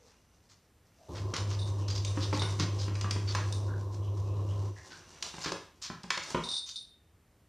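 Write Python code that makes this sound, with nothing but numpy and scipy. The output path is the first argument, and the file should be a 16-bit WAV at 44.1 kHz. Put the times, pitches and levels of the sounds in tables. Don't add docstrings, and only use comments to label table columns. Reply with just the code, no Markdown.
import sys
import numpy as np
from scipy import signal
from scipy.fft import rfft, irfft, next_fast_len
from scipy.io import wavfile
from scipy.ndimage import map_coordinates

SR = 44100
rng = np.random.default_rng(int(sys.argv[2]) if len(sys.argv) > 2 else 0)


def master(y):
    cut = np.clip(np.atleast_2d(y).T, -1, 1)
    pcm = np.round(cut * 32767)
    wavfile.write(sys.argv[1], SR, pcm.astype(np.int16))


N = 330029

# frequency in Hz, relative level in dB per Hz.
AIR_SPECTRUM = [(15, -56), (25, 1), (102, 4.5), (123, -5.5), (141, -3.5), (330, -10), (442, -11.5),
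                (772, -17.5), (1580, -21), (1810, -20.5), (3520, -26.5), (6480, -29.5), (14400, -33)]
# frequency in Hz, time to fall 60 dB in seconds.
ROOM_DECAY = [(150, 0.38), (400, 0.33), (1000, 0.41), (3000, 0.47), (6000, 0.33), (12000, 0.44)]
# frequency in Hz, gain of the side signal in dB.
SIDE_GAIN = [(3200, -79), (4200, -49), (6000, -6), (12000, -4.0)]

HUM_HARMONICS = [1.5, -62, -31, -29, -31.5, -37.5]
# centre in seconds, depth in dB, half width at 1/e of the depth in seconds.
HUM_DIPS_DB = [(1.35, 22, 0.034), (3.9, 4, 0.12)]
# frequency in Hz, relative level in dB per Hz.
WHIRR_SPECTRUM = [(76, -39), (130, 7), (168, -5.5), (212, -4), (376, 5.5), (421, -2), (515, 0),
                  (758, -10.5), (1070, -4), (1720, -43), (2220, -56), (2920, -35), (4000, -24.5),
                  (5200, -58), (8800, -120)]
# frequency in Hz, width in Hz, lift in dB.
CASING_RESONANCES = [(162.4, 9.2, 16), (329.4, 4.3, 3), (378, 7.5, 2.5), (1031, 53, 5)]
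# frequency in Hz, relative level in dB per Hz.
MOUNT_SPECTRUM = [(30, -23), (62, 3), (80, 10.5), (100, 0.0), (130, -18), (200, -45.5)]

# start in seconds, level in dB before ring and click gains, length in seconds.
BELL_SHAKES = [(1.59, -45, 0.032), (2.048, -45.5, 0.016), (2.22, -48.5, 0.026), (2.394, -37, 0.028),
               (2.423, -50, 0.032), (3.525, -47, 0.0027), (5.288, -56, 0.04), (6.26, -52, 0.0042),
               (6.437, -37.5, 0.012), (6.487, -34, 0.087), (6.706, -46, 0.0018), (6.7578, -36.5, 0.0087)]
# frequency in Hz, relative level in dB, time to fall 60 dB in seconds.
BELL_MODES = [(3615, -7, .12), (3655, 0, .19), (3690, -4, .14), (3806, -9, .12), (4032, -14, .07),
              (4200, -13, .07), (4480, -13, .08), (4635, -12, .1), (8651, -14, .24), (9365, -19, .2),
              (9400, -18, .24)]
# frequency in Hz, relative level in dB per Hz.
PELLET_SPECTRUM = [(1500, -34), (3000, -50), (3600, 19), (4600, 9.5), (5600, 8.5), (7000, -7.5), (9300, -5),
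                   (12000, -60)]

# start in seconds, rms level in dB before the pressure curve, pitch in Hz,
# length in seconds.
PAD_RUBS = [(0.0, -61.5, 470, 0.087), (0.983, -61.5, 666, 0.28), (1.797, -61, 2850, 0.12),
            (3.676, -53.5, 1490, 0.12), (4.013, -63.5, 3050, 0.13), (4.222, -68.5, 2730, 0.22),
            (4.487, -61.5, 3030, 0.11), (4.757, -57, 1830, .12), (4.904, -56, 1560, 0.11)]
# time in seconds, level in dB common to all the sliding layers.
SLIDE_LEVEL = [(0.0, -65), (0.73, -85), (1.1, -63.5), (1.29, -58), (1.48, -54.5), (1.87, -58), (2.08, -52),
               (3.5, -53.5), (3.85, -67), (4.4, -59), (4.92, -58), (5.39, -50.5), (5.62, -63),
               (5.85, -78.5), (6.31, -44.5), (6.6, -58), (6.9, -108), (7.48, -107)]
# frequency in Hz, relative level in dB per Hz.
FUR_SPECTRUM = [(300, -5), (1000, -2), (2000, -12), (3000, -12.5), (4300, -6.5), (5700, -3.5), (7000, -9),
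                (9000, -16.5), (14400, -40)]

# time in seconds, boom peak in dB, knock peak in dB, boom pitch in Hz.
LANDINGS = [(1.337, -32, -30, 169), (2.1738, -26.5, -29.5, 186), (2.3285, -25.5, -27, 572.6),
            (2.3407, -28, -41, 173), (2.4196, -35, -23.5, 162), (2.6004, -24.5, -47, 167),
            (2.8809, -33.5, -36, 170), (3.0444, -35.5, -29, 189), (3.161, -33, -34, 157),
            (3.3501, -40, -21, 161), (5.3402, -43, -39, 170), (5.3823, -41, -37.5, 162),
            (5.461, -27.5, -34, 410), (5.5193, -29, -34, 387), (5.9009, -32, -30, 163),
            (6.04, -39, -41, 174), (6.1748, -37, -33.5, 343), (6.347, -20.5, -22, 232)]
# frequency in Hz, relative level in dB, time to fall 60 dB in seconds.
BASIN_MODES = [(174, 2.5, 0.1), (199, -1, 0.066), (252, -2.5, 0.058), (303, -1, 0.14), (420, -12, 0.17),
               (545, -2.5, 0.061), (824, -3, 0.035), (1060, -18, 0.033), (1420, -11, 0.059),
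               (1645, 1, 0.056)]
# frequency in Hz, relative level in dB per Hz.
SHELL_SPECTRUM = [(30, -58), (75, -4.5), (120, -16.5), (185, -0.5), (400, 4), (700, -6), (1050, -1.5),
                  (1700, -8), (3000, -12), (8000, -45)]

# time in seconds, level in dB before layer gains,
# rasp of the wall relative to it in dB before layer gains, claw pitch in Hz.
CLAW_STROKES = [(0.493, -49.5, -10, 6450), (1.154, -42, -0.5, 4900), (1.346, -35, 1.5, 4020),
                (1.506, -35, -7, 5450), (1.883, -29, -14.5, 4810), (1.95, -31, -17, 4840),
                (2.211, -27.5, -15, 3700), (2.332, -32, -9, 4300), (2.593, -25, -4.5, 4700),
                (2.792, -31.5, -16, 4580), (3.279, -31, -11, 4180), (3.358, -40, 2.5, 4600),
                (4.905, -43.5, -3.5, 4600), (5.28, -51, -16, 4130), (5.41, -29, -13, 6240),
                (5.448, -29, -2, 3370), (5.82, -31.5, -18, 6250), (5.843, -33, -9, 4200),
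                (6.117, -34, -30, 3200), (6.227, -36.5, -24, 6100), (6.666, -32, -20.5, 5440)]
# time in seconds, tip peak in dB before dulling,
# clack of the wall relative to the tip in dB before a 4 dB lift.
CLAW_TICKS = [(1.3386, -25.5, -33), (1.3646, -24.5, -25), (2.0477, -25.5, -46), (2.4192, -27, -13),
              (2.597, -24, -10), (2.9528, -36.5, -3.5), (3.011, -26, -13), (3.1088, -21.5, -16),
              (3.3496, -25.5, -10), (3.5247, -28, -37), (5.225, -23, -13), (5.5192, -27, -8.5),
              (6.033, -38.5, -27), (6.104, -21, -2), (6.1753, -27, -4)]
# frequency in Hz, relative level in dB per Hz.
CLAW_SPECTRUM = [(1470, -28.5), (2500, -11.5), (5010, -2.5), (6720, -7), (7390, -15), (8130, -17.5),
                 (10700, -27), (14400, -27)]
# frequency in Hz, relative level in dB per Hz.
WALL_SPECTRUM = [(300, -18), (800, -4.5), (1100, 5), (1500, 2), (2000, 1.5), (3000, -1.5), (4500, -8),
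                 (9000, -79)]
# frequency in Hz, gain in dB.
TICK_DULLING = [(9500, 0.5), (12000, -11)]

MOTOR_ON_S, MOTOR_OFF_S = 1.085, 4.671
HUM_DB, WHIRR_DB, SHUDDER_DB, ROTOR_DB = -31, -46.5, -48.5, -44.5
HUM_RISE_S, STOP_DB_PER_S = 0.13, 161
SURGE_DB, SURGE_S = 6, 0.035
COAST_DB, COAST_DB_PER_S = -12, 10
ROTOR_HZ, SPIN_UP_S, SLOW_HZ_PER_S = 90.7, 0.081, 31

RATTLE_S = .026
CLICK_DB, BOUNCE_LOSS_DB = 4, 4.5
RUB_Q = 5.7
BOOM_REACH = 2.07
KNOCK_HZ = 1010

STROKE_S = 0.067
SQUEAK_DB, SQUEAK_Q, SQUEAK_FALL_OCTAVES = -5.5, 26, 0.52
TIP_HZ, TIP_AT_DB, TIP_OCTAVES_PER_DB = 5130, -28.5, 1.97
TOP_HZ = 14400


def amp(db):
    return 10 ** (np.asarray(db) / 20)


def unit(x):
    return x / np.sqrt(np.mean(x ** 2) + 1e-20)


def crest(x):
    return x / np.abs(x).max()


def along(points, hz):
    f, v = np.transpose(points)
    return np.interp(np.log(hz + 1), np.log(f + 1), v)


def wobble(rate):
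    knots = rng.standard_normal(int(N * rate / SR) + 4)
    return map_coordinates(knots, [np.arange(N) * rate / SR])


def filtered(x, response):
    m = next_fast_len(N + SR // 2)
    return irfft(rfft(x, m) * response(np.fft.rfftfreq(m, 1 / SR)), m)[..., :N]


def shaped_noise(spectrum_db):
    return unit(filtered(rng.standard_normal(N), lambda hz: amp(spectrum_db(hz))))


def coloured(x, spectrum, size=2048):
    gain = amp(along(spectrum, np.fft.rfftfreq(size, 1 / SR)))
    cepstrum = irfft(np.log(gain + 1e-6))
    cepstrum[1:size // 2] *= 2
    cepstrum[size // 2 + 1:] = 0
    impulse = irfft(np.exp(rfft(cepstrum)))
    return signal.fftconvolve(x, impulse)[:len(x)]


def bright(spectrum, hz, lift_db, octaves):
    grid = np.geomspace(30, SR / 2, num=160)
    hump = np.exp(-np.log2(grid / hz) ** 2 / octaves ** 2)
    return np.column_stack([grid, along(spectrum, grid) + lift_db * hump])


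def narrow(x, hz, q):
    edges = np.clip([hz * (1 - .5 / q), hz * (1 + .5 / q)], 20, SR / 2.1)
    return unit(signal.lfilter(*signal.butter(2, edges, "bandpass", fs=SR), x))


def add(track, s, sound):
    part = track[max(round(s * SR), 0):][:len(sound)]
    part += sound[:len(part)]


def ring(modes, t, scatter_db):
    total = 0
    for hz, db, t60 in modes:
        decay = amp(db + scatter_db * rng.normal() - 60 * t / t60)
        total = total + decay * np.sin(2 * np.pi * hz * t)
    return total


def slips(size, rate, hiss):
    jerks = (rng.random(size) < rate / SR) * rng.standard_normal(size)
    return unit(unit(jerks) + hiss * rng.standard_normal(size))


def burst(t, t60, after_db, after_t60):
    contact = amp(-60 * t / t60)
    chatter = amp(after_db - 60 * t / after_t60)
    return rng.standard_normal(len(t)) * (contact + chatter)


def pressure(t, length):
    return np.abs(np.sin(np.pi * np.clip(t / length, 0, 1) ** 0.6))


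def air():
    drift_db = wobble(1.67)
    return amp(-64.5 + drift_db) * shaped_noise(lambda hz: along(AIR_SPECTRUM, hz))


def room_tail():
    hz, t, z = signal.stft(rng.standard_normal(3 * SR // 4), SR, nperseg=256)
    decay = amp(-60 * t / along(ROOM_DECAY, hz)[:, None])
    tail = signal.istft(z * decay, SR, nperseg=256)[1]
    tail = tail * (1 - np.exp(-np.arange(len(tail)) / SR / 0.01))
    return tail / np.linalg.norm(tail)


def room(x, size=13000):
    out = np.zeros(N)
    for start in range(0, N, size):
        add(out, start / SR, signal.fftconvolve(x[start:start + size], room_tail()))
    return out


def motor():
    t = np.arange(N) / SR
    since_on, since_off = np.maximum(t - MOTOR_ON_S, 0), np.maximum(t - MOTOR_OFF_S, 0)
    power = (1 - np.exp(-since_on / 0.0056)) * amp(-STOP_DB_PER_S * since_off)
    dip_db = sum(depth * np.exp(-((t - s) / width) ** 2) for s, depth, width in HUM_DIPS_DB)
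    swing = power * (1 - np.exp(-(since_on / HUM_RISE_S) ** 2)) * amp(-dip_db)

    phase = 2 * np.pi * 100.3 * t + .08 * wobble(12)
    hum = sum(amp(db) * np.sin(k * phase) for k, db in enumerate(HUM_HARMONICS, 1))
    rotor_hz = ROTOR_HZ * (1 - np.exp(-since_on / SPIN_UP_S)) - SLOW_HZ_PER_S * since_off
    turns = np.cumsum(np.maximum(rotor_hz, 0)) / SR
    rotor = np.sin(2 * np.pi * turns + 0.55 * wobble(3.6))
    tones = amp(HUM_DB) * hum + amp(ROTOR_DB) * rotor

    def casing_db(hz):
        return sum(db / (1 + (2 * (hz - centre) / width) ** 2) for centre, width, db in CASING_RESONANCES)

    shudder = shaped_noise(lambda hz: along(MOUNT_SPECTRUM, hz))
    whirr = shaped_noise(lambda hz: along(WHIRR_SPECTRUM, hz) + casing_db(hz))
    whirr = whirr * (1 + 0.11 * np.sin(phase)) * amp(wobble(8))
    noise = amp(WHIRR_DB) * whirr + amp(SHUDDER_DB) * shudder

    running = power * amp(SURGE_DB * np.exp(-since_on / SURGE_S))
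    coast = (since_off > 0) * amp(COAST_DB - COAST_DB_PER_S * since_off)
    works = np.maximum(running, coast * np.clip(rotor_hz / ROTOR_HZ, 0, 1))
    return swing * tones + works * noise


def clink(count=3):
    out, t = np.zeros(SR // 2), np.arange(SR // 3) / SR
    gaps = rng.uniform(.005, .013, count)
    swell = 1 - np.exp(-t / 0.0008)
    for k, delay in enumerate(np.cumsum(gaps) - gaps[0]):
        detuned_t = t * (1 + 0.0041 * rng.normal())
        tone = swell * ring(BELL_MODES, detuned_t, scatter_db=1.5)
        chatter = burst(t, t60=0.011, after_db=10, after_t60=0.13)
        click = crest(coloured(swell * chatter, PELLET_SPECTRUM))
        add(out, delay, amp(-BOUNCE_LOSS_DB * k) * (amp(-1.0) * tone + amp(CLICK_DB) * click))
    return out


def bell():
    out = np.zeros(N)
    for s, db, length in BELL_SHAKES:
        for delay in np.arange(0, length + RATTLE_S / 2, RATTLE_S):
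            add(out, s + delay, amp(db) * clink())
    return out


def rubs():
    out, t = np.zeros(N), np.arange(SR // 4) / SR
    for s, db, hz, length in PAD_RUBS:
        friction = slips(len(t), rate=900, hiss=0.8)
        add(out, s, amp(db) * pressure(t, length) * narrow(friction, hz, RUB_Q))
    return out


def sliding():
    s, db = np.transpose(SLIDE_LEVEL)
    slide_db = np.interp(np.arange(N) / SR, s, db)

    def brush(spectrum, db):
        return unit(coloured(slips(N, rate=450, hiss=1.0), spectrum)) * amp(db + 4.5 * wobble(22))

    def touch(hz, db):
        return narrow(slips(N, rate=880, hiss=0.6), hz, q=16) * amp(db + 1.6 * wobble(9))

    brushes = brush(FUR_SPECTRUM, db=-3.0) + brush(WALL_SPECTRUM, db=-15.5)
    return amp(slide_db) * (brushes + touch(hz=2830, db=-18) + touch(hz=5970, db=-13.5))


def thumps():
    out, t = np.zeros(N), np.arange(SR // 4) / SR
    soft = 1 - np.exp(-t / 0.00069)
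    for s, boom_db, knock_db, boom_hz in LANDINGS:
        knocked = bright(SHELL_SPECTRUM, KNOCK_HZ, lift_db=5.0, octaves=0.16)
        skin = bright(knocked, boom_hz, lift_db=3.5, octaves=0.33)
        contact = crest(coloured(burst(t, t60=0.044, after_db=-20.0, after_t60=0.25), skin))
        blow = contact + .5 * crest(ring(BASIN_MODES, t, scatter_db=4.5))
        flex = ring([(boom_hz, -12, .08)], t, scatter_db=0.0)
        boom = signal.lfilter(*signal.butter(2, BOOM_REACH * boom_hz, fs=SR), blow) + flex
        knock = signal.lfilter(*signal.butter(2, 700, "high", fs=SR), blow) * amp(-60 * t / 0.27)
        add(out, s - .001, amp(boom_db) * crest(soft * boom) - amp(knock_db) * crest(soft * knock))
    return out


def scrapes(count=5):
    out, t = np.zeros(N), np.arange(SR // 4) / SR
    grip = amp(2.7 * wobble(130))
    progress = np.clip(t / STROKE_S, 0, 1)
    for s, db, rasp_db, hz in CLAW_STROKES:
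        force = unit(slips(len(t), rate=710, hiss=1.0) * grip[round(s * SR):][:len(t)])
        claw = unit(coloured(force, bright(CLAW_SPECTRUM, hz, lift_db=11.0, octaves=1.0)))
        squeak = 0
        for u in np.linspace(0, 1, count):
            fade = np.maximum(1 - (count - 1) * np.abs(progress - u), 0)
            squeak_hz = hz * 2 ** (SQUEAK_FALL_OCTAVES * (.5 - u))
            squeak = squeak + fade * narrow(force, squeak_hz, SQUEAK_Q)
        rasp = unit(coloured(force, WALL_SPECTRUM))
        stroke = amp(db - 12.5) * (claw + amp(SQUEAK_DB) * squeak) + amp(db + rasp_db - 7.5) * rasp
        add(out, s - .005, pressure(t, STROKE_S) * stroke)
    return out


def ticks():
    out, t = np.zeros(N), np.arange(SR // 8) / SR
    bite = 1 - np.exp(-t / 0.00064)
    wall = bright(WALL_SPECTRUM, 2200, lift_db=6.5, octaves=0.11)
    for s, db, clack_db in CLAW_TICKS:
        hz = TIP_HZ * 2 ** (TIP_OCTAVES_PER_DB * (db - TIP_AT_DB))
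        claw = bright(CLAW_SPECTRUM, hz, lift_db=15.0, octaves=0.55)
        tip = crest(coloured(bite * burst(t, t60=0.017, after_db=-14.0, after_t60=0.058), claw))
        clack = crest(coloured(bite * burst(t, t60=0.034, after_db=-14, after_t60=0.087), wall))
        add(out, s, amp(db) * (tip + amp(clack_db + 4) * clack))
    return out


def scene():
    tick = coloured(ticks(), TICK_DULLING)
    scrape = scrapes() + sliding() + rubs()
    thump, jingle = thumps(), bell()
    sent = amp(-2.0) * tick + amp(-4.5) * scrape + thump + amp(-6.5) * jingle
    mid = tick + scrape + thump + jingle + room(sent) + motor() + air()
    spread = room(sent) + amp(-73.5) * rng.standard_normal(N)
    side = filtered(spread, lambda hz: amp(along(SIDE_GAIN, hz)))
    return np.array([mid + side, mid - side])


def record(dry):
    thin = signal.lfilter(*signal.butter(3, 48, "high", fs=SR), dry)
    return filtered(thin, lambda hz: hz < TOP_HZ)


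dry = scene()
out = record(dry)
master(out)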